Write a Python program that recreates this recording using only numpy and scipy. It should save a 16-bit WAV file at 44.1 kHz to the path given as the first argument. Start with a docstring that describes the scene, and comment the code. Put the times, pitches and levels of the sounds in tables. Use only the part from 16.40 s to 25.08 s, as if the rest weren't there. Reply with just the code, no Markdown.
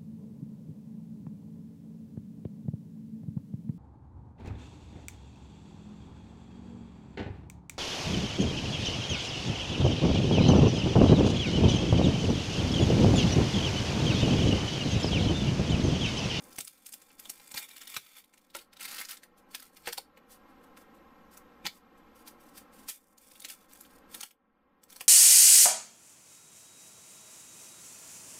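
"""Two glued foam strips are pulled apart by hand above a cutting mat in a small, quiet workroom.
With each pull, glue threads and foam cells part in a fine crackle with sharper snaps; one strip is
laid down, the fingers shift their grip on the other and split it again. The mat throws a bright echo
up to the overhead microphone, and a soft room noise swells and dips behind it all."""
import sys
import numpy as np
from scipy import signal
from scipy.fft import rfft, irfft, next_fast_len
from scipy.io import wavfile
from scipy.ndimage import uniform_filter1d, map_coordinates

SR = 44100
rng = np.random.default_rng(int(sys.argv[2]) if len(sys.argv) > 2 else 0)


def put_to_file(sound):
    """Save the sound as 16-bit audio at rate SR, in the file named by the first command-line argument."""
    columns = np.atleast_2d(sound).T  # one column per channel
    safe = np.clip(columns, -1, 1)
    whole_steps = np.round(safe * 32767)
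    wavfile.write(sys.argv[1], SR, whole_steps.astype(np.int16))


N = 382788

# The dull bed of room noise. Each row: frequency in Hz, level in dB.
ROOM_TONE_EQ = [(20, -2.5), (35, -26), (60, -3), (85, -14), (125, -4.5), (190, -1), (280, -4), (450, -4),
                (600, -10), (1100, -8.5), (1600, -15), (2600, -23.5), (4500, -31), (9000, -39.5),
                (15000, -39)]
# A faint electronic whine. Each row: pitch in Hz, level in dB relative to the room noise.
WHINE_TONES = [(11808, -29), (12407, -28), (12467, -32)]
# The bed ducks after sharp cracks. Each row: time of the low point in seconds, depth in dB.
ROOM_TONE_DIPS = [(.2, 16), (.9, 10.5), (1.19, 13.5), (1.57, 19), (1.8, 15), (2.63, 10.5), (3.16, 9),
                  (3.53, 8), (5.28, 5.5), (6.51, 13.5), (7.06, 8.5), (7.85, 18), (8.62, 10.5)]
# The room's tail. Each row: frequency in Hz, time to fade by 60 dB in seconds.
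TAIL_T60 = [(150, 0.39), (1000, 0.02), (4000, 0.1767), (14000, 0.17)]
# The tail's colour. Each row: frequency in Hz, level in dB.
TAIL_EQ = [(150, -9.5), (1000, 10), (4000, -4.5), (14000, -2)]
# The dull straight path and the bright bounce off the mat. Each row: frequency in Hz, gain in dB.
DIRECT_EQ = [(200, -2.5), (3000, -0.5), (6000, -3), (9000, -8), (15000, -28.5)]
MAT_EQ = [(200, -6), (1500, -4.5), (4000, -5), (8000, 0), (15000, -1)]
# Knock of a flexing strip, crack of foam, fizz of parting glue. Each row: frequency in Hz, level in dB.
KNOCK_EQ = [(60, -37), (160, -11), (330, -4), (600, -4.5), (900, 1.5), (1300, -13), (2500, -35)]
CRACK_EQ = [(400, -34), (950, -12), (1300, 2.5), (2200, 3), (3700, 3.5), (5200, -0.5), (6800, -5),
            (10000, -44)]
FIZZ_EQ = [(2500, -35.5), (4800, -2.5), (6500, -2.5), (8500, 0.5), (11000, 0.5), (14000, 0.5), (16000, -2)]
# Resonances of a glue-stiffened strip and a loose one. 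Each row: centre in Hz, width in octaves,
# boost or cut in dB.
STUCK_RESONANCES = [(1310, 0.057, -4), (2290, 0.12, 16), (3600, 0.096, 21), (4990, 0.24, -18.5)]
LOOSE_RESONANCES = [(1350, 0.12, 8.4), (2010, 0.2, 4.4), (4440, .12, 10)]
# How much of the strip is still glued. Each row: time in seconds, share from 0 to 1.
STUCK_SHARE = [(0, 0.46), (1.05, 0.37), (1.25, 0.8), (1.8, 0.55), (2.3, 0.04), (6.5, 0.8), (7, 0.52),
               (8.6, 0.34)]
# Fingers sliding to a new grip. Each row: start in seconds, length in seconds, level in dB.
FINGER_RUBS = [(2.98, 0.0057, -67), (3.9, .04, -60), (4.09, 0.0089, -74), (4.235, 0.0058, -67),
               (4.375, 0.038, -65.5), (4.55, 0.015, -74), (4.925, 0.018, -62), (5.33, 0.039, -65),
               (5.575, 0.0068, -73), (5.755, 0.056, -66.5), (5.876, 0.0035, -48.5), (6.0, .15, -70.5),
               (6.171, 0.003, -46.5), (6.33, 0.11, -66), (6.487, .015, -45.5)]
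# A whole strip jerks and pushes the air. Each row: start in seconds, level in dB.
STRIP_JERKS = [(0.1841, -46.5), (1.1433, -54), (1.5654, -51), (5.247, -48.5), (5.256, -51.5), (7.7461, -61),
               (8.6087, -64)]
# Hollow pops and pings. Each row: start in seconds, pitch in Hz, level in dB, 60 dB fade in seconds.
STRIP_POPS = [(2.15, 1337, -43.5, 0.047), (2.152, 338, -52.5, 0.091), (2.149, 566, -50.5, 0.063),
              (3.4731, 360, -43.5, 0.061), (3.4739, 474, -38, 0.057), (3.58, 817, -40, 0.037),
              (3.579, 4510, -39, 0.034), (5.2524, 178, -42.5, 0.064)]
# Pulls that keep the seam tearing. Each row: start and length in seconds, crack and fizz levels in dB.
SEAM_PULLS = [(0, 0.33, -70.5, -66.5), (0.248, .5, -73, -70.5), (0.787, 0.37, -66.5, -64.5),
              (1.16, 0.03, -46.5, -47.5), (1.217, 0.024, -51.5, -54.5), (1.286, .17, -60.5, -63),
              (1.485, .07, -53.5, -56.5), (1.598, .15, -63.5, -66.5), (1.759, .03, -56, -59),
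              (1.833, .28, -80.5, -81), (2.164, 0.052, -62, -64), (2.409, 0.059, -53, -55),
              (2.478, .15, -50.5, -53.5), (2.688, .045, -52, -52.5), (3.113, .16, -67, -65.5),
              (3.332, .13, -75.5, -71), (3.464, .025, -48, -55), (6.486, .07, -64, -59.5),
              (6.601, 0.13, -89, -76.5), (6.811, 0.25, -73, -67.5), (7.097, .025, -55.5, -52.5),
              (7.16, 0.083, -73.5, -73), (7.297, .16, -71.5, -67), (7.493, 0.087, -77, -70.5),
              (7.711, 0.15, -64.5, -60.5), (8.499, .14, -69, -65)]
# The featured snaps of glue and foam, and taps of the strips. Each row: start in seconds,
# knock, crack and fizz levels in dB, ring pitch in Hz.
CLEAR_SNAPS = [(0.037, -75, -73.5, -56, 7870), (0.1266, -66.5, -61, -55, 1200),
               (0.1597, -71, -54, -49, 5200), (0.1852, -48.5, -39.5, -37, 3360),
               (0.2058, -61, -41, -37.5, 3680), (0.2473, -86, -62, -46.5, 7510),
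               (0.2757, -79, -50.5, -43.5, 2670), (0.463, -74, -50.5, -43, 5140),
               (0.489, -86, -57, -51, 4690), (0.5237, -82, -58, -46, 7620), (0.537, -64, -49, -42.5, 2850),
               (0.6177, -92, -59, -55, 7900), (0.705, -76, -58, -82, 3300),
               (0.795, -82, -53.5, -45.5, 7900), (0.8555, -61, -46.5, -55, 3420),
               (0.8968, -55.5, -44.5, -36.5, 7550), (0.9685, -79, -58.5, -82, 4870),
               (0.9992, -64, -54.5, -70, 3580), (1.074, -82, -58.5, -53.5, 4960),
               (1.114, -60, -49, -47, 3470), (1.143, -50.5, -39.5, -42, 6140),
               (1.1818, -66, -48.5, -44.5, 3350), (1.191, -73, -57, -45, 3380),
               (1.2879, -70, -54, -54, 7940), (1.364, -80, -50, -51, 3300), (1.378, -68, -53, -53, 2350),
               (1.4146, -67, -47.5, -48.5, 3440), (1.4734, -69, -45.5, -47, 3580),
               (1.498, -73, -56, -48.5, 3570), (1.513, -75, -63, -54, 3560),
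               (1.5413, -63, -50, -46.5, 3550), (1.5657, -54.5, -31, -36, 3870),
               (1.841, -80, -62, -63, 2290), (1.938, -74, -60, -62, 2310), (1.977, -81, -62, -62.5, 2200),
               (2.102, -80, -62, -67, 3500), (2.15, -48, -39.5, -44, 1370), (2.164, -56, -45.5, -44, 3340),
               (2.3313, -80, -54.5, -60, 3380), (2.3684, -80, -52, -59.5, 3600),
               (2.396, -63, -53, -54, 3600), (2.4071, -61, -44.5, -44, 2400),
               (2.4525, -61.5, -39, -40, 2100), (2.5132, -61, -45, -44, 1400),
               (2.5258, -56, -47.5, -51, 1270), (2.5445, -62, -45, -44, 2450),
               (2.5655, -64, -53, -45.5, 2340), (2.5927, -68, -40.5, -51, 2300),
               (2.5998, -60, -45.5, -40.5, 2250), (2.6137, -61, -41.5, -43, 2190),
               (2.651, -78, -45, -47, 4530), (2.688, -75, -46, -47, 4130), (2.709, -76, -44, -45, 4370),
               (2.7706, -78, -50.5, -54, 7240), (2.834, -79.5, -50.5, -53.5, 1800),
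               (3.1482, -55.5, -35.5, -39.5, 2120), (3.1988, -80, -52, -51.5, 1467),
               (3.2244, -78, -51, -52, 1470), (3.3687, -77, -53, -54.5, 2110),
               (3.4732, -42.5, -32.5, -39, 2010), (3.4853, -53, -38.5, -46.5, 2030),
               (3.528, -54, -37.5, -37, 4600), (3.579, -45.5, -36.5, -40, 4500),
               (3.773, -59, -56, -66.5, 2140), (4.372, -67, -54, -59, 1200),
               (4.9719, -80, -55.5, -51.5, 1320), (5.254, -44.5, -36.5, -46, 2470),
               (5.2655, -47, -27, -40, 4000), (5.8764, -56, -49.5, -51, 5000),
               (6.4858, -55, -60, -39, 7660), (6.4949, -61, -59, -38.5, 7100),
               (6.78, -79, -65, -57.5, 6740), (6.956, -89, -55, -59, 3530), (7.0, -81, -57, -48.5, 7800),
               (7.0198, -71, -51, -51, 3580), (7.048, -58.5, -38.5, -42, 3430),
               (7.086, -75, -50, -47.5, 3300), (7.1007, -69, -47.5, -47.5, 2570),
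               (7.331, -74, -63, -53.5, 7840), (7.3572, -77, -61, -60, 3310),
               (7.4071, -72, -62, -48.5, 7840), (7.4512, -74, -58, -69, 3350),
               (7.7447, -57, -41, -40, 4940), (7.8082, -59, -41.5, -41, 5970),
               (7.831, -52.5, -40, -40, 3150), (7.909, -77, -59, -60.5, 3260),
               (8.4347, -73, -65, -57, 3310), (8.5012, -76, -59, -55.5, 4900),
               (8.5248, -66, -54, -52, 3400), (8.562, -61, -49.5, -49, 4630),
               (8.6087, -50.5, -39, -39.5, 5200)]

MAT_DELAY_S = .003765


def amp(db):
    """Decibels to gain."""
    return 10 ** (np.asarray(db) / 20)


def unit(x):
    """Scaled to rms 1."""
    return x / np.sqrt(np.mean(x ** 2) + 1e-20)


def along(points, hz):
    """(Hz, value) points read on a log frequency axis."""
    freqs, values = np.transpose(points)
    return np.interp(np.log(hz + 1), np.log(freqs), values)


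def filtered(x, response):
    """x through a complex frequency response."""
    size = next_fast_len(N + SR // 2)
    return irfft(rfft(x, size) * response(np.fft.rfftfreq(size, 1 / SR)), size)[:N]


def coloured(x, eq, resonances=(), size=1024):
    """x rung through a minimum-phase impulse of energy 1 with the given EQ and resonances."""
    hz, n = np.fft.rfftfreq(size, 1 / SR), np.arange(size)
    peaks_db = sum(db / (1 + (np.log2((hz + 1) / centre) / width) ** 2)
                   for centre, width, db in resonances)
    cepstrum = irfft(np.log(amp(along(eq, hz) + peaks_db)))
    impulse = irfft(np.exp(rfft(2 * cepstrum * (n < size // 2) * (n > 0))))
    return signal.fftconvolve(x, impulse / np.linalg.norm(impulse))[:len(x)]


def add(track, start, sound):
    """Mix a sound into the track at a start time in seconds."""
    part = track[max(0, round(start * SR)):][:len(sound)]
    part += sound[:len(part)]


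def swells(rows, rise_db_per_s, fall_db_per_s, rest_db=-105):
    """Envelope in dB: each (start, length, dB) row fades in, holds and fades out; the highest wins."""
    t = np.arange(0, N, 32) / SR
    start, length, db = np.transpose(rows)[:, :, None]
    before, after = np.maximum(start - t, 0), np.maximum(t - start - length, 0)
    level = db - rise_db_per_s * before - fall_db_per_s * after
    return np.interp(np.arange(N) / SR, t, np.maximum(level.max(axis=0), rest_db))


def room_tone(level_db=-58):
    """Dull room noise, coloured by the mat, with a thin whine; both duck quickly and creep back."""
    dips = [(s, 0, depth) for s, depth in ROOM_TONE_DIPS]
    duck_db = swells(dips, rise_db_per_s=315, fall_db_per_s=15, rest_db=0)
    air = filtered(rng.standard_normal(N), lambda hz: amp(along(ROOM_TONE_EQ, hz)))
    t = np.arange(N) / SR
    whine = sum(amp(db) * np.sqrt(2) * np.sin(2 * np.pi * hz * t) for hz, db in WHINE_TONES)
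    return amp(level_db - duck_db) * (unit(over_mat(air)) + whine)


def room_reverb(x, tail_db=-9, clutter_db=-7, clutter_t60=0.0456, spans=28):
    """Bench clutter scatters the sound and the walls add a short tail; both change as the hands move."""
    out, t = np.zeros(N), np.arange(SR // 4) / SR
    for span in np.array_split(np.arange(N), spans):
        hz, age, noise = signal.stft(rng.standard_normal(len(t)), SR, nperseg=256)
        decay = amp(along(TAIL_EQ, hz)[:, None] - 60 * age / along(TAIL_T60, hz)[:, None])
        tail = signal.istft(noise * decay, SR)[1][:len(t)]
        clutter = rng.standard_normal(len(t)) * amp(-60 * t / clutter_t60)
        impulse = (amp(tail_db) * unit(tail) + amp(clutter_db) * unit(clutter)) / np.sqrt(len(t))
        add(out, span[0] / SR + MAT_DELAY_S, signal.fftconvolve(x[span], impulse))
    return out


def over_mat(x):
    """Treble misses the microphone on the straight path and reaches it in the echo off the mat."""
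    def response(hz):
        echo = amp(along(MAT_EQ, hz)) * np.exp(-2j * np.pi * hz * MAT_DELAY_S)
        return amp(along(DIRECT_EQ, hz)) + echo
    return filtered(x, response)


def finger_rubs(grain_db=4, catches_per_s=90, catch_db=3.0, foam_db=-8, gain_db=1):
    """Skin slides over the foam with a soft, grainy hiss, catching and slipping as it goes."""
    grip = rng.standard_normal(int(N * catches_per_s / SR) + 4)
    catch = map_coordinates(grip, [np.arange(N) * catches_per_s / SR])
    drive = amp(swells(FINGER_RUBS, rise_db_per_s=900, fall_db_per_s=600) + catch_db * catch + gain_db)
    slips = lambda: drive * unit(rng.standard_normal(N) * amp(grain_db * rng.standard_normal(N)))
    return coloured(slips(), FIZZ_EQ) + amp(foam_db) * coloured(slips(), CRACK_EQ)


def air_thumps(push_s=0.00093, gain_db=-6, size=1400):
    """One low push of air as a strip comes free or lands."""
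    out, age = np.zeros(N), np.arange(size) / SR / push_s
    push = unit(age * (2 - age) * np.exp(-age))
    for start, db in STRIP_JERKS:
        add(out, start, amp(db + gain_db) * push)
    return out


def hollow_pops(gain_db=3, size=4096):
    """A strip that springs free or lands rings on for a moment."""
    out, t = np.zeros(N), np.arange(size) / SR
    for start, hz, db, t60 in STRIP_POPS:
        add(out, start, amp(db + gain_db - 60 * t / t60) * np.sin(2 * np.pi * hz * t))
    return out


def bending_chirp(x, spread=.33, on_time_hz=2500):
    """Bending waves carry treble along the strip faster than bass: each click chirps downward."""
    return filtered(x, lambda hz: np.exp(-1j * spread * (np.sqrt(hz) - hz / (2 * np.sqrt(on_time_hz)))))


def tearing_envelopes(crack_offset_db=-16.5, fizz_offset_db=-15.5):
    """Crack and fizz envelopes in dB: the seam tears during each pull and briefly around each snap."""
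    def envelope(pulls, flurries):
        return np.maximum(swells(pulls, rise_db_per_s=706, fall_db_per_s=501),
                          swells(flurries, rise_db_per_s=847.5, fall_db_per_s=539))
    crack = envelope([(s, length, db) for s, length, db, _ in SEAM_PULLS],
                     [(s, 0, db + crack_offset_db) for s, _, db, _, _ in CLEAR_SNAPS])
    fizz = envelope([(s, length, db) for s, length, _, db in SEAM_PULLS],
                    [(s, 0, db + fizz_offset_db) for s, _, _, db, _ in CLEAR_SNAPS])
    return crack, fizz


def peeling(base_per_s=220, density_slope=0.88, scatter_db=7.5, rub=0.32, relief_s=0.024,
            crack_db=1.0, fizz_db=4.5, flex_db=-17):
    """Cells and glue threads part at random, in very unequal sizes, over the rub of skin on foam."""
    crack, fizz = tearing_envelopes()
    stuck = np.interp(np.arange(N) / SR, *np.transpose(STUCK_SHARE))
    rate = base_per_s * amp(density_slope * (fizz - fizz.mean()))  # a harder pull breaks more cells
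    hits = rng.random(N) < rate / SR
    breaks = hits * amp(scatter_db * rng.standard_normal(N)) * rng.choice([-1, 1], N)
    grains = unit(breaks / np.sqrt(rate)) + rub * rng.standard_normal(N)
    # a big break relieves the strain, so its neighbours are weaker
    grains /= np.sqrt(np.abs(uniform_filter1d(grains ** 2, int(relief_s * SR))) + 1e-9)
    drive = grains * amp(crack + crack_db)
    stiff = coloured(drive * stuck, CRACK_EQ, STUCK_RESONANCES)
    loose = coloured(drive * (1 - stuck), CRACK_EQ, LOOSE_RESONANCES)
    flex = coloured(drive * amp(flex_db), KNOCK_EQ)
    glue = coloured(grains * rng.choice([-1, 1], N) * amp(fizz + fizz_db), FIZZ_EQ)
    return stiff + loose + flex + glue


def thread_snap_rows(base_per_s=13, density_slope=.35, light_pull_db=-70, lift_db=3.0, scatter_db=5.5,
                     knock_db=-20, ring_hz=2900, spread_octaves=0.5, count=24):
    """Cues for small snaps: single glue threads let go at random, more of them in a harder pull."""
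    rows = []
    for start, length, crack, fizz in SEAM_PULLS:
        expected = base_per_s * length * amp(density_slope * (crack - light_pull_db))
        slots = (np.arange(count) + rng.random(count)) / count
        chances, jitters = rng.random(count), rng.standard_normal((count, 3))
        for slot, chance, (crack_jitter, fizz_jitter, detune) in zip(slots, chances, jitters):
            if chance < expected / count:
                crack_level = crack + lift_db + scatter_db * crack_jitter
                fizz_level = fizz + lift_db + scatter_db * fizz_jitter
                hz = ring_hz * 2 ** (spread_octaves * detune)
                rows.append((start + slot * length, crack_level + knock_db, crack_level, fizz_level, hz))
    return rows


def snaps(crack_t60=0.004, fizz_t60=0.005, growth=0.13, knock_t60=0.013, ring_t60=0.0074, ring_db=-11,
          flap_octaves=0.24, flap_db=7, haze_db=-17, haze_t60=0.038,
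          knock_db=-8.0, crack_db=-10.5, fizz_db=-6, size=2000):
    """Each snap is a tiny avalanche of breaking cells that flexes the strip and rings it briefly."""
    out, t = np.zeros(N), (np.arange(size) - size // 4) / SR
    fade = lambda t60: (t >= 0) * amp(-60 * np.abs(t) / t60)
    for start, knock, crack, fizz, hz in CLEAR_SNAPS + thread_snap_rows():
        grit = rng.standard_normal((5, size))
        stretch = amp(growth * (fizz + 51.0))  # bigger avalanches last longer
        # a faint gritty haze swells just before each snap and fades after it
        haze = grit[3] * grit[4] * amp(haze_db - 60 * np.abs(t) / haze_t60)
        flap = [(hz, flap_octaves, flap_db)]  # the freed flap sets the pitch
        burst = unit(coloured(grit[0] * fade(crack_t60 * stretch) + haze, CRACK_EQ, flap))
        ring = unit(np.sin(2 * np.pi * hz * t) * fade(ring_t60))
        foam = amp(crack + crack_db) * unit(burst + amp(ring_db) * ring)
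        glue = amp(fizz + fizz_db) * unit(coloured(grit[1] * fade(fizz_t60 * stretch) + haze, FIZZ_EQ))
        flex = amp(knock + knock_db) * unit(coloured(grit[2] * fade(knock_t60), KNOCK_EQ))
        add(out, start + t[0], foam + glue + flex)
    return out


def scene():
    """The strips up close above the mat, with a short reverb and a bed of room tone, in mono."""
    strips = bending_chirp(snaps() + peeling() + finger_rubs()) + hollow_pops() + air_thumps()
    return (over_mat(strips) + room_reverb(strips) + room_tone())[None]


def record(dry, threshold_db=-106, floor_db=-14, top_hz=15450):
    """The recorder turns each band down while it is very faint and cuts off the top end steeply."""
    bands = signal.stft(dry[0], nperseg=512)[2]
    power = uniform_filter1d(np.abs(bands) ** 2, size=9, axis=0)  # smoothed over frequency
    power = np.abs(uniform_filter1d(power, size=3, axis=1))  # and over time
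    gain = np.maximum(power / (power + amp(threshold_db) ** 2), amp(floor_db))
    hushed = signal.istft(bands * gain)[1][:N]
    return filtered(hushed, lambda hz: 1 / np.sqrt(1 + (hz / top_hz) ** 200))[None]


dry = scene()
out = record(dry)
put_to_file(out)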